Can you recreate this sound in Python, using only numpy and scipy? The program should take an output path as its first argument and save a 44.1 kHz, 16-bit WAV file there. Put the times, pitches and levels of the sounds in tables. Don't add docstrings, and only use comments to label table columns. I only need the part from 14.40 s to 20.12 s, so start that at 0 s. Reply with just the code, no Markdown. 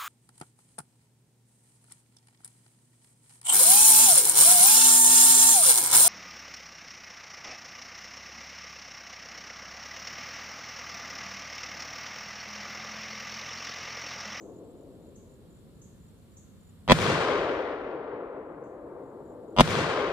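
import sys
import numpy as np
from scipy import signal
from scipy.fft import rfft, irfft
from scipy.io import wavfile

SR = 44100
rng = np.random.default_rng(int(sys.argv[2]) if len(sys.argv) > 2 else 0)


def nominal_scale(level):
    x = np.asarray(level, float) / 20
    return 10 ** x


def to_wav(sig):
    pcm = np.clip(np.atleast_2d(sig), -1, 1) * 32767
    pcm = np.round(pcm).astype(np.int16)
    wavfile.write(sys.argv[1], SR, pcm.T)


N = 252368

# start in seconds, blast level in dB.
SHOTS = [
    (2.5186, -1.3),
    (5.2068, -2.66),
]
# frequency in Hz, density in dB per Hz.
ROLL_COLOUR = [(120, -29.5), (200, -22.5), (283, -7.5), (482, 2), (791, -9), (1100, -7), (3620, -18.5),
               (8900, -33), (16000, -55)]
# frequency in Hz, likeness from -1 to 1.
ROLL_LIKENESS = [(60, 1), (130, 1), (290, 1), (640, 0.86), (1410, 0.85), (3100, -0.59), (6820, 0.11),
                 (15000, -0.86)]
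# frequency in Hz, left-right difference in dB.
ROLL_BALANCE = [(60, 3.5), (110, -2.5), (200, 1.0), (380, 3), (700, 4.5), (1290, 3), (2380, 6), (4400, 5.5),
                (8120, 1.5), (15000, 3)]
OLD_AGE_S = 3.38


def rms_one(x):
    return x / np.sqrt(np.mean(x ** 2) + 1e-20)


def at_hz(points, hz):
    points_hz, value = np.array(points).T
    return np.interp(np.log(hz), np.log(points_hz), value)


def drift(rate):
    r = np.exp(-80 * np.pi * rate / SR)
    slow = signal.lfilter([1], [1, -2 * r, r * r], rng.standard_normal(N // 40 + 2002))[2000:]
    return np.interp(np.arange(N) / 40, np.arange(len(slow)), rms_one(slow))


def ring(clicks, hz, t60):
    r, w = nominal_scale(-60 / (t60 * SR)), 2 * np.pi * hz / SR
    return signal.lfilter([0, np.sin(w)], [1, -2 * r * np.cos(w), r * r], clicks + 1e-18)


def low_pass(x, hz, order):
    return signal.sosfilt(signal.butter(order, min(hz, .45 * SR), fs=SR, output="sos"), x)


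def without_bass(x, hz):
    return signal.sosfilt(signal.butter(1, hz, "high", fs=SR, output="sos"), x)


def sides(db):
    return nominal_scale(np.array([[db / 2], [-db / 2]]))


def add(out, x, s):
    i = round(s * SR)
    out[:, i:i + x.shape[1]] += x[:, :N - i]


def bands(source, colour, likeness, balance, age, patchy_db, treble_db=0, order=2, count=2):
    # frequency in Hz, loss in dB per second of travel.
    air_loss = [(200, -5), (500, -0.1), (1000, 2.5), (2000, 9.5), (4000, 24), (6000, 34), (8000, 48),
                (11000, 79), (16000, 108)]
    out, power, edges = 0, 0, 22 * 2 ** np.arange(0, 9.7, 1 / count)
    size = source.shape[-1]
    together = drift(6.5)[:size]
    for k, (low, high) in enumerate(zip(edges, edges[1:])):
        hz = np.sqrt(low * high)
        colour_db = at_hz(colour, hz)
        if colour_db < -90:
            continue
        band = signal.butter(order, [low, high], "band", fs=SR, output="sos")
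        mid, side = signal.sosfilt(band, source[k % 2])
        alike = np.clip(at_hz(likeness, hz), -.9, .99)
        loss_db = age * at_hz(air_loss, hz) - treble_db * np.clip(np.log2(hz / 700), 0, 1)
        flicker_db = patchy_db * (together + drift(49)[:size])
        pair = np.sqrt(1 + alike) * mid + np.sqrt(1 - alike) * side * [[1], [-1]]
        out = out + nominal_scale(colour_db - loss_db + flicker_db) * sides(at_hz(balance, hz)) * pair
        power += nominal_scale(2 * colour_db) * 4 * (high - low) / SR
    return out / np.sqrt(power)


def clearing():
    # frequency in Hz, density in dB per Hz.
    hush_colour = [(15, -38.5), (25, -8.5), (80, 0.5), (217, -1.5), (285, -13), (463, -14.5), (714, -26.5),
                   (1130, -25), (2350, -35), (3820, -30.5), (5880, -43), (7310, -34.5), (8140, -35.5),
                   (9070, -32.5), (16000, -40.5)]
    # frequency in Hz, likeness from -1 to 1.
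    hush_likeness = [(60, 0.91), (130, 0.66), (290, 0.51), (640, 0.67), (1410, 0.3), (3100, 0.39),
                     (6820, -0.25), (15000, -0.64)]
    balance = [(60, .1), (250, -1.1), (1000, .1), (8000, 1.1)]   # Hz, left-right dB
    noise = rng.standard_normal((2, 2, N))
    return nominal_scale(-52) * bands(noise, hush_colour, hush_likeness, balance, 0, patchy_db=.15, count=3)


def chorus():
    # pitch in Hz, level in dB, ringing t60 in seconds.
    far_bands = [
        (7130, -84, .012),
        (7630, -83, .014),
    ]
    out = np.zeros((2, N))
    for hz, db, t60 in far_bands:
        tone = ring(ring(rng.standard_normal((2, N)), hz, t60), hz, t60)
        out += nominal_scale(db + 1.5 * drift(3)) * rms_one(tone)
    return out


def cricket(chirps, hz, width):
    stroke_s = .0213
    t = np.arange(round(width * stroke_s * SR)) / SR
    out = np.zeros((2, N))
    for s, strokes, db in chirps:
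        for k in range(round(strokes)):
            pitch, phase, level = rng.standard_normal(3)
            tone = np.sin(2 * np.pi * (hz + 25 * pitch) * t + phase * np.array([[1], [1.4]]))
            stroke = nominal_scale(db + 0.87 * k + .9 * level) * np.hanning(len(t)) * tone
            add(out, stroke, s + k * stroke_s - t[-1] / 2)
    return out


def far_cricket():
    # start in seconds, wing strokes, level in dB.
    far_chirps = [(.25, 4, -71), (.49, 4, -74), (.69, 5, -72), (.92, 5, -78), (1.11, 7, -79),
                  (1.63, 5, -76), (1.88, 4, -77), (2.14, 4, -81), (2.36, 3, -75), (4.41, 5, -89),
                  (4.65, 3, -83.5), (4.85, 5, -78), (5.09, 4, -83)]
    return cricket(far_chirps, hz=7635, width=1.7)


def near_cricket():
    # start in seconds, wing strokes, level in dB.
    near_chirps = [(.103, 5, -64), (.368, 4, -66), (.607, 5, -68), (.857, 5, -66), (1.108, 5, -64),
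                   (1.356, 4, -67), (1.602, 5, -64.5), (1.923, 4, -63), (2.211, 5, -64), (4.639, 4, -75),
                   (4.86, 4, -68), (5.086, 3, -67.5)]
    return cricket(near_chirps, hz=7130, width=1.0)


def bird():
    # start in seconds, peak level in dB.
    chips = [
        (.005, -57),
        (.755, -56.5),
        (1.415, -53.5),
        (1.775, -71),
        (1.967, -52),
        (4.235, -68.5),
    ]
    chip_s, echo_db, echo_t60_s = 0.0136, -28.5, 0.55
    t = np.arange(round(chip_s * SR)) / SR
    chip = np.sqrt(np.hanning(len(t))) * signal.chirp(t, 5480, chip_s, 8260)
    after = np.arange(round(.4 * SR)) / SR
    out = np.zeros((2, N))
    for s, db in chips:
        blur = nominal_scale(echo_db - 60 * after / echo_t60_s) * rng.standard_normal((2, len(after)))
        blur[:, 0] = 1
        add(out, nominal_scale(db) * signal.fftconvolve(blur, chip[None]), s)
    return out


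def scatter(per_s, spread_db, size):
    shape = (2, 2, size)
    sizes = nominal_scale(spread_db * np.minimum(rng.exponential(1, shape), 3.6)) * rng.choice([-1, 1], shape)
    return rms_one(sizes * (rng.random(shape) < per_s / SR))


def old_roll():
    size = round(SHOTS[0][0] * SR)
    t = np.arange(size) / SR
    roll = bands(scatter(4000, 2.5, size), ROLL_COLOUR, ROLL_LIKENESS, ROLL_BALANCE, OLD_AGE_S + t,
                 patchy_db=-0.77, order=3, count=3)
    fading = nominal_scale(-47.5 - 12.5 * t) * roll
    return np.pad(fading, [(0, 0), (0, N - size)])


def thump(age):
    # frequency in Hz, density in dB per Hz.
    bass_colour = [(15, -55), (25, -24), (65, -17), (135, 2.5), (260, -11), (340, -46.5), (570, -120)]
    hold_s, fall_db_per_s, murmur_db = 0.22, 79, -60.5
    fall = nominal_scale(-32 - fall_db_per_s * np.maximum(age - hold_s, 0)) + nominal_scale(murmur_db)
    noise = rng.standard_normal((2, 2, len(age)))
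    body = bands(noise, bass_colour, [(60, .8), (300, 1.0)], ROLL_BALANCE, 0, patchy_db=1.7)
    deep = rms_one(without_bass(low_pass(rng.standard_normal(len(age)), 90, order=4), 60))
    rumble_db = -43.5 - 16.5 * age + 4.3 * drift(5)[:len(age)]
    return fall * body + nominal_scale(rumble_db) * deep


def woods(pulse):
    # seconds after the shot, level in dB.
    roll_level = [(.02, -39), (.045, -38), (.11, -28.5), (.31, -23.5), (.6, -28.5), (.9, -33.5),
                  (1.45, -40), (2.0, -43.5), (2.65, -46)]
    # time in seconds, peak level in dB, left-right difference in dB.
    trunks = [(2.562, -37, 12), (2.587, -6, 3), (2.664, -6.5, 7), (2.991, -11, 4), (3.093, -11, 5),
              (3.27, -21, 2), (3.33, -26, -9), (3.379, -36, -4), (3.448, -23.5, -1), (3.566, -21, -2),
              (3.627, -36, -2), (3.659, -23, 1)]
    first, second = SHOTS[0][0], SHOTS[1][0]
    size = round((second - first) * SR)
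    age = np.arange(size) / SR
    level_db = np.interp(age, *np.transpose(roll_level))
    treble_db = 8.5 * np.exp(-age / .1)
    roll = nominal_scale(level_db) * bands(scatter(2500, 2.2, size), ROLL_COLOUR, ROLL_LIKENESS, ROLL_BALANCE,
                                 age ** 1.042 - .15, patchy_db=0.82, treble_db=treble_db, order=3, count=5)
    roll += thump(age)
    roll += nominal_scale(-72.5 - 11.5 * age) * low_pass(rng.standard_normal((2, size)), 10000, order=8)
    roll *= np.clip(age / 0.017, 0, 1)
    knock = without_bass(pulse, 300)[:, :400] * np.hanning(800)[400:]
    for s, db, pan_db in trunks:
        dulled = low_pass(knock, 2500 / (s - first + 0.27), order=6)
        add(roll, nominal_scale(db - 12.5) * sides(pan_db) * dulled, s - first)
    out = np.zeros((2, N))
    add(out, roll, first)
    add(out, nominal_scale(-1.83) * roll, second)
    return out


def ghost(pulse, lead):
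    size = 2 * pulse.shape[1]
    room = size // 20
    hz = np.arange(size // 2 + 1) * SR / size
    chance = rng.standard_normal(200) + .5 * rng.standard_normal((2, 200))
    ripple_db = 2 * np.array([np.interp(hz / 250, np.arange(200), c) for c in chance])
    dip_db = -0.5 * np.exp(-((hz - 1040) / 300) ** 2)
    gain = hz / np.hypot(hz, 40) / np.sqrt(1 + (hz / 6600) ** 8.9) * nominal_scale(dip_db + ripple_db)
    late = np.exp(-2j * np.pi * hz * .0006 / (1 + (hz / 700) ** 2))
    spectrum = rfft(np.pad(pulse, [(0, 0), (room, 0)]), size)
    wave = irfft(spectrum * gain * late, size)[:, room - lead:size // 2]
    return wave * np.clip(np.arange(wave.shape[1]) / lead, 0, 1)


def blast():
    # frequency in Hz, level in dB, t60 in seconds,
    # left-right difference in dB, delay in ms.
    modes = [(52.6, -24.5, .12, 12.5, 1.1), (162, -23, 0.041, 0.5, 0.53), (236.5, -5.5, 0.062, 2, 1.2),
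             (1048, 1.5, 0.006, -1.2, 0), (558.6, 1, 0.018, -1, 0.94), (395.6, -19, .05, 1, 0.78),
             (710, -17, 0.073, -3, .6), (2030, -24, 0.036, 0, 0.0083), (3400, -21, 0.023, 25.5, 1.1),
             (8750, -18.5, 0.0013, .1, 0.3)]
    steps = np.arange(round(.15 * SR))
    body = np.zeros((2, len(steps)))
    for hz, db, t60, pan_db, late_ms in modes:
        jump = 1. * (steps == round(late_ms * SR / 1000))
        body += nominal_scale(db) * sides(pan_db) * ring(jump, hz, t60)
    gas = low_pass(rng.standard_normal((2, len(steps))), 2600, order=2)
    crack = nominal_scale(1.5 - 60 * steps / SR / 0.053) * gas
    limiter = nominal_scale(np.interp(steps / SR, (.010, .018), [0, -11]))
    return limiter * (body + crack)


def shots():
    # steps of 512/48000 s
    # ahead, level in dB at the first shot, level in dB at the second.
    ghosts = [
        (1, -7, -6),
        (2, -9, -9),
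        (3, -19, -21),
    ]
    # frequency in Hz, level in dB, t60 in seconds.
    lead_tones = [(1000, -17, 0.6), (7800, -36.5, 0.17)]
    # start in seconds, level in dB.
    ticks = [
        (2.479, -22),
        (2.4845, -29.5),
        (5.165, -26),
        (5.1692, -25.5),
    ]
    step_s, lead = 512 / 48000, 40
    snap_db, snap_s = (-11, -6.5), .0011
    out = np.zeros((2, N))
    ahead = np.arange(round(4 * step_s * SR))[::-1] / SR
    swell = np.hanning(2 * len(ahead))[:len(ahead)]
    for k, (s, db) in enumerate(SHOTS):
        pulse = blast()
        add(out, nominal_scale(db) * pulse, s)
        snap = np.linspace([-1, -1], [1, 1], round(snap_s * SR)).T
        add(out, nominal_scale(snap_db[k]) * snap, s - snap_s / 2)
        for steps_ahead, *ghost_db in ghosts:
            early = (-1) ** round(steps_ahead) * nominal_scale(ghost_db[k]) * ghost(pulse, lead)
            add(out, early, s - round(steps_ahead) * step_s - lead / SR)
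        for hz, edge_db, t60 in lead_tones:
            wave = nominal_scale(edge_db - 60 * ahead / t60) * swell * np.sin(-2 * np.pi * hz * ahead)
            add(out, np.array([wave, wave]), s - ahead[0])
    for s, db in ticks:
        add(out, nominal_scale(db) * pulse[:, :200] * np.hanning(400)[200:], s - .0007)
    return out


def recorder_gain_db():
    drop_db, hold_s, recovery_s = -25.5, .7, 1.28
    t = np.arange(N) / SR
    gains = []
    for shot_s in [-OLD_AGE_S] + [s for s, db in SHOTS]:
        age = t - shot_s
        gains.append((age > 0) * drop_db * np.exp(-np.maximum(age - hold_s, 0) / recovery_s))
    return np.min(gains, axis=0)


def scene():
    background = nominal_scale(recorder_gain_db()) * (clearing() + chorus())
    animals = near_cricket() + far_cricket() + bird()
    left, right = background + animals + old_roll() + woods(blast()) + shots()
    return np.array([np.pad(left, (4, 0))[:N], right])


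def band_limit(x):
    return signal.sosfilt(signal.butter(12, 16460, fs=SR, output="sos"), x)


def record(dry):
    thinned = without_bass(without_bass(dry, 28), 28)
    top_cut = signal.cheby2(10, 60, 16200, fs=SR, output="sos")
    cut = signal.sosfilt(top_cut, np.clip(thinned, -1, 1))
    return band_limit(np.clip(cut, -1, 1))


dry = scene()
out = record(dry)
to_wav(out)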